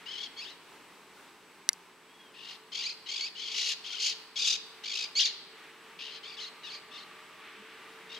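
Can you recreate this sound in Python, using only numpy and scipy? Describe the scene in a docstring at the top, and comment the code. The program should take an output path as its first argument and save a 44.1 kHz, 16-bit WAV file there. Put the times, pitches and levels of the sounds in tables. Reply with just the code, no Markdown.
"""Parakeets screech over an open building site: rasping runs of short notes from the syrinx,
some sliding into wavering squeals. Ground and sheds echo them. Two sharp plastic clicks ring
close to the microphone and a far bird whistles once; two soft blips pass. Distant traffic,
open air and a machine hum lie beneath, with a thin whine from the camera."""
import sys
import numpy as np
from scipy import signal
from scipy.fft import rfft, irfft, next_fast_len
from scipy.io import wavfile
from scipy.ndimage import uniform_filter1d, map_coordinates

SR = 44100
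rng = np.random.default_rng(int(sys.argv[2]) if len(sys.argv) > 2 else 0)


def transcribe(signal):
    """Save signal, clipped to [-1, 1], as a 16-bit WAV file at the path in sys.argv[1]."""
    frames = np.atleast_2d(signal).T
    limited = np.clip(frames, -1, 1)
    pcm = np.round(limited * 32767).astype(np.int16)
    wavfile.write(sys.argv[1], SR, pcm)


N = 361179


def parakeet_chatter():
    """Runs of scooped notes: each call moves through a crest, arches in pitch and changes pace."""
    # calls: t/s, length/s, start and end pace/(notes/s), mid-call f/Hz, glide/share, note scoop/share,
    # start, crest and end level/dB, crest place/0-1, start and end odd harmonics/dB,
    # roughness/0-1, deepest dip between notes/dB
    calls = [(0.058, 0.22, 43.5, 34.3, 1080, 0.05, 0.034, -41.5, -38, -45, 0.85, 7, 4, 0.33, 11),
             (0.363, 0.042, 44, 55, 1156, 0.061, -0.03, -46, -39, -43, 0.5, -1.5, -4, 0.15, 6),
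             (2.338, 0.23, 46.6, 57, 926, 0.063, 0.17, -52.5, -44, -53.5, 0.8, 1, -6.5, 0.55, 11),
             (2.718, 0.13, 38.2, 90, 1130, 0.0, 0.15, -36, -35.5, -35, 0.47, 1.5, -7, 0.45, 13),
             (3.056, 0.16, 35, 76.5, 1099, 0.038, 0.14, -42.5, -34.5, -34, 0.34, -2, 1, 0.43, 17),
             (3.352, 0.19, 50, 48, 1101, 0.053, 0.031, -41, -39.5, -36.5, 0.6, 3, -1.5, 0.51, 7),
             (3.54, 0.201, 58, 80, 985, -0.065, 0.4, -30.5, -30, -34, 0.72, -3, -13.5, 0.66, 9.5),
             (3.84, 0.17, 48.7, 56, 1062, -0.024, 0.13, -39, -39, -36, 0.24, 5, -1, 0.57, 6.5),
             (3.996, 0.14, 44, 88, 1072, -0.085, 0.26, -31, -28, -41, 0.61, -4, -14, 0.62, 11),
             (4.357, 0.21, 35.4, 41.8, 1219, 0.042, 0.1, -32, -25, -33.5, 0.67, 4.5, 5, 0.45, 11),
             (4.834, 0.234, 51, 65, 1300, 0.041, -0.21, -36.5, -31.5, -40, 0.79, -2, -2.5, 0.45, 20),
             (5.988, 0.202, 66, 88, 980, 0.05, 0.3, -39.5, -41, -47.5, 0.37, 1, -4.5, 0.24, 12),
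             (6.231, 0.13, 48, 43, 1130, 0.0, 0.12, -45, -41, -51, 0.2, 0, -8, 0.32, 8),
             (6.632, 0.068, 33, 36, 898, -0.066, 0.05, -45, -43, -42.5, 0.48, -4.5, -6.5, 0.33, 5),
             (6.912, 0.13, 46, 36, 975, 0.096, 0.11, -46.5, -46.5, -51.5, 0.7, -4.5, -17, 0.36, 8),
             (8.091, 0.096, 42, 46, 927, -0.013, 0.04, -47.5, -44, -44, 0.5, -6, -3.5, 0.4, 18)]
    attack_s, attack_db, release_s = 0.028, 4, 0.0047
    arch, flick, detune_spread, slide_spread = 0.1, 0.2, 0.035, 0.04  # shares of the pitch
    t = np.arange(N) / SR
    rows = np.array(calls)
    call = np.maximum(np.searchsorted(rows[:, 0], t) - 1, 0)
    (start, length, pace0, pace1, pitch, glide, scoop,
     start_db, crest_db, end_db, crest, odd0_db, odd1_db, rough, dip_db) = rows[call].T
    x = np.clip((t - start) / length, 0, 1)  # 0 to 1 through the call
    centred = 2 * x - 1
    notes = length * x * (pace0 + (pace1 - pace0) * x ** 2 / 3)
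    u = 2 * (notes % 1) - 1  # -1 to 1 through the note
    detune, slide, accent_db = rng.standard_normal((len(rows), 32, 3))[call, notes.astype(int)].T
    db = crest_db + (start_db - crest_db) * np.maximum(1 - x / crest, 0) ** 1.64
    db += (end_db - crest_db) * np.maximum((x - crest) / (1 - crest), 0) ** 1.35
    db -= attack_db * np.maximum(1 - x * length / attack_s, 0)
    odd_db = odd0_db + (odd1_db - odd0_db) * x ** 2
    rough = np.clip(rough * (1 + 0.25 * centred), 0, 1)  # a call roughens as it goes
    # rasping notes are pinched apart, the pitch flicking up at each joint; purer ones run on
    joint = np.minimum(amp(odd_db), 1) * abs(u) ** 3.4
    edges = np.sin(np.pi * u / 2) ** 2 * (1 + abs(u)) / 2
    call_hz = pitch * (1 + glide * centred - arch * centred ** 2)
    bend = detune_spread * detune + slide_spread * slide * u + scoop * edges + flick * joint * u ** 2
    gate = amp(-dip_db * joint) * (x > 0) * np.minimum((1 - x) * length / release_s, 1)
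    return parakeet_voice(call_hz * (1 + bend), db + accent_db, odd_db, rough, gate)


def parakeet_squeals():
    """Nearly pure cries that swoop without a break, most growing straight out of a call."""
    # pitch curve of each squeal: t/s, f/Hz
    swoops = [
        [(0.402, 1080), (0.412, 1230), (0.425, 1320), (0.442, 1230), (0.454, 720), (0.478, 940), (0.488, 880),
         (0.505, 1010), (0.54, 960)],
        [(2.84, 1100), (2.85, 980), (2.862, 1110), (2.885, 1330), (2.897, 1000), (2.91, 1300), (2.921, 1000),
         (2.93, 1080)],
        [(3.21, 1100), (3.24, 1110), (3.262, 1230), (3.272, 1330), (3.288, 850)],
        [(5.153, 1040), (5.179, 1160), (5.188, 1220), (5.198, 640), (5.207, 1110), (5.214, 730), (5.222, 1030),
         (5.231, 750), (5.24, 1230), (5.255, 1120), (5.264, 830), (5.271, 1230), (5.283, 870), (5.288, 1140),
         (5.32, 850)],
        [(6.368, 950), (6.397, 730), (6.407, 1040), (6.422, 1060), (6.428, 950), (6.438, 1080), (6.45, 900),
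         (6.462, 1100), (6.49, 1040)],
        [(6.7, 1150), (6.718, 990), (6.737, 1240), (6.752, 1010), (6.766, 1180), (6.779, 1240), (6.79, 1000)],
    ]
    # envelope of each squeal: t/s, level/dB
    envelopes = [
        [(0.402, -41.5), (0.506, -48), (0.54, -56)],
        [(2.84, -38), (2.87, -31), (2.886, -41.5), (2.896, -34), (2.93, -44.5)],
        [(3.21, -35), (3.246, -34), (3.288, -42)],
        [(5.153, -35), (5.167, -27), (5.209, -21.5), (5.243, -30.5), (5.257, -24), (5.32, -48)],
        [(6.368, -49), (6.402, -39.5), (6.448, -41), (6.49, -47)],
        [(6.7, -44.5), (6.75, -42), (6.79, -52)],
    ]
    t = np.arange(N) / SR
    hz, = curves(np.concatenate(swoops))
    db, = curves(np.concatenate(envelopes))
    gate = sum((t > points[0][0]) * (t < points[-1][0]) for points in envelopes)
    rough = np.clip(0.16 + 0.012 * (db.max() - db), 0, 1)  # softer is hoarser
    return parakeet_voice(smooth(hz, size=110), db, odd_db=np.full(N, -11), rough=rough, gate=gate)


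def parakeet_voice(hz, db, odd_db, rough, gate):
    """Syrinx through throat and beak: odd harmonics come in as it rasps and fade as it squeals."""
    # resonance of throat and beak: f/Hz, gain/dB
    throat = [(600, -87), (1400, -20), (2100, -10.5), (2800, 4), (3600, 0.5), (4800, 4), (5600, -3),
              (6800, -4.5), (8200, -21), (10500, -23), (13000, -35.5), (16000, -38)]
    odd = smooth(amp(odd_db), size=90)
    purity = 1 - np.minimum(odd, 1)
    effort_db = smooth(db + 32.5, size=200)
    jitter = .06 * rough * wobble(600)
    phase = 2 * np.pi * np.cumsum(smooth(hz, size=50) * (1 + jitter)) / SR
    voice = np.zeros(N)
    for k in range(1, 8):
        # the fourth harmonic leads, soft calls lean on lower ones, and each flutters
        level = -1.2 * max(k - 4, 0) + 0.16 * effort_db * min(k - 4, 2) + 5 * rough * wobble(220)
        level -= (k != 4) * (3 + k / 2) * purity  # a squeal narrows toward a single tone
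        weight = odd * amp(-2.5 * max(k - 3, 0)) if k % 2 else 1
        voice += amp(level) * weight * np.sin(k * phase)
    rasp = (.25 + 2.8 * rough ** 1.4) * np.sqrt(1 + odd ** 2) * rng.standard_normal(N)
    voice = filtered(voice + rasp, lambda f: amp(along(throat, f)))
    treble = filtered(voice, lambda f: 1 / (1 + (5400 / (f + 1)) ** 12))
    voice += treble * (amp(0.39 * effort_db) - 1)  # harder calls are shriller
    voice /= np.sqrt(abs(smooth(voice ** 2, size=260)) + 1e-9)  # even out ahead of the envelope
    shiver_db = 2 * rough * wobble(160)
    return voice * smooth(amp(db - 1.0 + shiver_db) * gate, size=50)


def site_echoes(x, early_db, tail_db):
    """The direct sound in stereo, scattered slaps off ground and sheds, and a faint tail."""
    # direct balance: f/Hz, left minus right/dB
    pan = [(1200, 14), (1900, 1.5), (2700, 6.5), (3400, 10.5), (4200, -1.5), (4900, -3.5), (5700, 12.5),
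           (6800, 4), (9000, -6.5)]
    # direct phase: f/Hz, left lead/rad
    lead = [(0, 0), (1720, -0.38), (2670, 0.88), (3620, 0.27), (4820, -0.53), (5430, 1.9), (6030, 0.21),
            (6720, -0.3), (7580, -0.24), (9910, -0.53), (11600, -1.2), (12700, 0.1), (15500, 0.1),
            (16000, -1.3)]
    # decay of the site: f/Hz, t60/s
    decay = [(500, 0.45), (4000, 0.83), (7000, .4), (14000, 0.23)]
    side = np.array([[1], [-1]])
    direct = filtered(x, lambda f: amp(side * along(pan, f) / 2) * np.exp(.5j * side * along(lead, f)))
    hz, t, noise = signal.stft(rng.standard_normal((2, SR)), SR, nperseg=256)
    envelope = amp(-60 * t / along(decay, hz)[:, None]) * (1 - np.exp(-t / 0.011))
    tail = signal.istft(noise * envelope, SR, nperseg=256)[1][:, :SR]
    t = np.arange(SR) / SR
    slaps = rng.standard_normal((2, SR)) * (rng.random(SR) < .02)
    early = slaps * amp(-60 * t / .17) * (t > .002)
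    echo = amp(early_db) * early / np.linalg.norm(early[0])
    echo += amp(tail_db) * tail / np.linalg.norm(tail[0])
    return direct + signal.fftconvolve(x[None], echo, axes=1)[:, :N]


def plastic_clicks(crack_db):
    """A snap rings the plastic for milliseconds; the lighter release barely stirs its low modes."""
    # snap and release: t/s, level/dB, low-mode gain/dB
    hits = [(1.6903, -14.5, 0), (1.7313, -35, -18)]
    # modes of the plastic: f/Hz, level/dB, t60/s, left minus right/dB
    modes = [(1620, -6, .007, -2), (2090, -8, 0.021, -2), (2770, -7.5, 0.0084, -3), (3900, 1.5, 0.0069, 2),
             (4620, 0, 0.013, -1), (5700, 6, 0.0082, 5), (6760, 5.5, 0.0035, 4), (9900, 3.5, 0.0078, -3),
             (11720, -10, 0.0065, -8), (13100, -13, .004, -3)]
    out = np.zeros((2, N))
    side = np.array([[1], [-1]])
    t = np.maximum(np.arange(SR // 20) / SR - [[3.5e-5], [0]], 0)  # arrives on the right first
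    attack = 1 - np.exp(-t / 0.000067)
    for start, db, low_db in hits:
        ring = 0
        for k, (hz, level, t60, pan) in enumerate(modes):
            mode_db = level + side * pan / 2 + low_db * (hz < 4000) - 60 * t / t60
            ring += (-1) ** k * amp(mode_db) * np.sin(2 * np.pi * hz * t)
        crack = amp(crack_db - 60 * t / 0.01) * rng.standard_normal(t.shape[1])
        out[:, round(start * SR):][:, :t.shape[1]] += amp(db) * (ring + crack) * attack
    # so small a part radiates no bass
    return signal.sosfilt(signal.butter(4, [1200, 13500], "band", fs=SR, output="sos"), out)


def far_whistle(start_s, length_s, pitch_hz, db):
    """A far bird scoops quickly up toward its pitch, swells, then sags."""
    scoop, sag, rise_s = 0.22, 0.12, 0.04
    x = np.clip((np.arange(N) / SR - start_s) / length_s, 0, 1)
    hz = pitch_hz * (1 - scoop * np.exp(-x * length_s / rise_s) - sag * x ** 3)
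    envelope = amp(db + 2.8 * wobble(60)) * np.sqrt(abs(np.sin(np.pi * x ** 1.4)))
    return envelope * tone(hz * (1 + 0.0046 * wobble(200)))


def soft_blips():
    """Two brief sine tones, one high and one low, fade in and out."""
    # blips: centre t/s, f/Hz, length/s, peak level/dB
    blips = [(3.943, 1440, 0.0098, -44.5), (7.603, 205, 0.054, -55)]
    t = np.arange(N) / SR
    return sum(amp(db - 8.6 * (2 * (t - centre) / length) ** 2) * np.sin(2 * np.pi * hz * t)
               for centre, hz, length, db in blips)


def machine_hum():
    """A far machine's tones waver on the wind; the upper ones come forward late."""
    # main tone: t/s, f/Hz, level/dB
    run = [(0, 435, -69), (1.2, 427, -81), (2.6, 436.3, -69), (6.3, 445, -65), (7.1, 439.7, -71),
           (7.6, 442, -63), (8.19, 448.6, -60.5)]
    # upper tones: f/Hz, relative level/dB
    partials = [(612, -10.5), (835, -13), (1172, 0), (1232, -7)]
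    # their shared envelope: t/s, level/dB
    upper_envelope = [(0, -86), (4, -79), (7.1, -60), (7.6, -65.5)]
    hz, db = curves(run)
    upper_db, = curves(upper_envelope)
    main = amp(db + 1.6 * wobble(8.7)) * tone(hz + 3 * wobble(25))
    lower = amp(db - 8.5 + 3.4 * wobble(4.2)) * tone(387 + 4 * wobble(25))
    upper = sum(amp(upper_db + level + 3 * wobble(25)) * tone(pitch * (1 + .022 * wobble(110)))
                for pitch, level in partials)
    drone = amp(-81.5 + 3.8 * wobble(5.1)) * tone(179 + 6 * wobble(13))
    return main + lower + upper + drone


def camera_whine():
    """A thin, level whine whose pitch trembles separately on each side."""
    return amp(-74.5) * np.array([tone(7870 + 28 * wobble(150)) for _ in range(2)])


def distant_traffic():
    """Far traffic blends into a low, nearly steady rumble."""
    # rumble colour: f/Hz, density/dB
    spectrum = [(15, -70), (25, -42), (54, -30), (140, -15), (172, -10.5), (355, -6), (382, -3.5),
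                (411, -7.5), (435, -2.5), (482, -10.5), (616, -15), (682, -19), (800, -18.5), (1040, -36),
                (1760, -120)]
    # rumble envelope: t/s, relative level/dB
    envelope = [(0.0, -66.5), (1.26, -66), (1.37, -68.5), (3.45, -69.5), (8.1, -66)]
    return amp(4.5) * noise_bed(spectrum, envelope, flutter_db=0.76)


def open_air():
    """A broad, even hiss, fullest in the mids."""
    # air colour: f/Hz, density/dB
    spectrum = [(350, -23.5), (600, -10.5), (698, -9.5), (869, -2), (1080, -2), (1210, -4), (1850, -7),
                (2720, -8), (3160, -11), (3890, -12), (7410, -19.5), (8050, -18), (8390, -19), (16000, -28)]
    # air envelope: t/s, level/dB
    envelope = [(0, -56.5), (1.2, -56), (2.3, -57.5), (5.5, -57), (8.19, -56.5)]
    return noise_bed(spectrum, envelope, flutter_db=0.98)


def distant_rush():
    """A far rush that sinks away at first and swells again late."""
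    # rush colour: f/Hz, density/dB
    spectrum = [(700, -26), (1300, -2), (2000, 1.5), (3000, -1.5), (4200, -10), (6000, -22), (12000, -70)]
    # rush envelope: t/s, level/dB
    envelope = [(0, -53.5), (1, -68.5), (1.8, -65.5), (5.2, -59.5), (5.8, -55.5), (6.9, -56.5), (7.35, -53),
                (8.19, -53.5)]
    return noise_bed(spectrum, envelope, flutter_db=1.34)


def noise_bed(spectrum, envelope, flutter_db):
    """Gently fluttering coloured noise, widest in the treble."""
    # stereo image: f/Hz, left-right likeness/0-1
    likeness = [(60, 0.75), (130, 0.83), (290, 0.82), (640, 1), (1410, 0.95), (3100, 0.77), (6820, 0.28),
                (15000, 0.17)]

    def mid_side(hz):
        width = np.arccos(np.clip(along(likeness, hz), -1, 1)) / 2
        return amp(along(spectrum, hz)) * [np.cos(width), np.sin(width)]

    db, = curves(envelope)
    mid, side = filtered(rng.standard_normal((2, N)), mid_side)
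    noise = np.array([mid + side, mid - side]) * amp(flutter_db * wobble(8.3))
    return amp(db) * noise / np.sqrt(np.mean(noise ** 2) + 1e-20)


def amp(db):
    """Decibels to gain."""
    return 10 ** (np.asarray(db) / 20)


def along(points, hz):
    """Read (f/Hz, value) points on a log frequency axis."""
    f, v = np.transpose(points)
    return np.interp(np.log(hz + 1), np.log(f + 1), v)


def curves(rows):
    """One value per sample for each column after the time."""
    times, *columns = np.transpose(rows)
    return [np.interp(np.arange(N) / SR, times, column) for column in columns]


def wobble(rate):
    """A smooth random curve, rate knots a second."""
    return map_coordinates(rng.standard_normal(int(N * rate / SR) + 4), [np.arange(N) * rate / SR])


def smooth(x, size):
    """Round off corners over size samples."""
    return uniform_filter1d(uniform_filter1d(x, size), size)


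def filtered(x, response):
    """Shape x with a complex response of frequency."""
    m = next_fast_len(N + SR // 2)
    return irfft(rfft(x, m) * response(np.fft.rfftfreq(m, 1 / SR)), m)[..., :N]


def tone(hz):
    """A sine of rms 1 that follows a pitch curve."""
    return np.sqrt(2) * np.sin(2 * np.pi * np.cumsum(hz) / SR)


def scene():
    """Echoing parakeets and dry clicks over the site's background."""
    birds = site_echoes(parakeet_chatter() + parakeet_squeals(), early_db=-9.5, tail_db=-16)
    clicks = plastic_clicks(crack_db=-8)
    whistle = far_whistle(start_s=2.04, length_s=0.29, pitch_hz=3400, db=-61.5)
    hums = machine_hum() + camera_whine()
    ambience = distant_traffic() + open_air() + distant_rush()
    return birds + clicks + whistle + soft_blips() + hums + ambience


def record(dry):
    """The camera keeps nothing above its band limit."""
    return filtered(dry, lambda hz: hz < 15800)


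dry = scene()
out = record(dry)
transcribe(out)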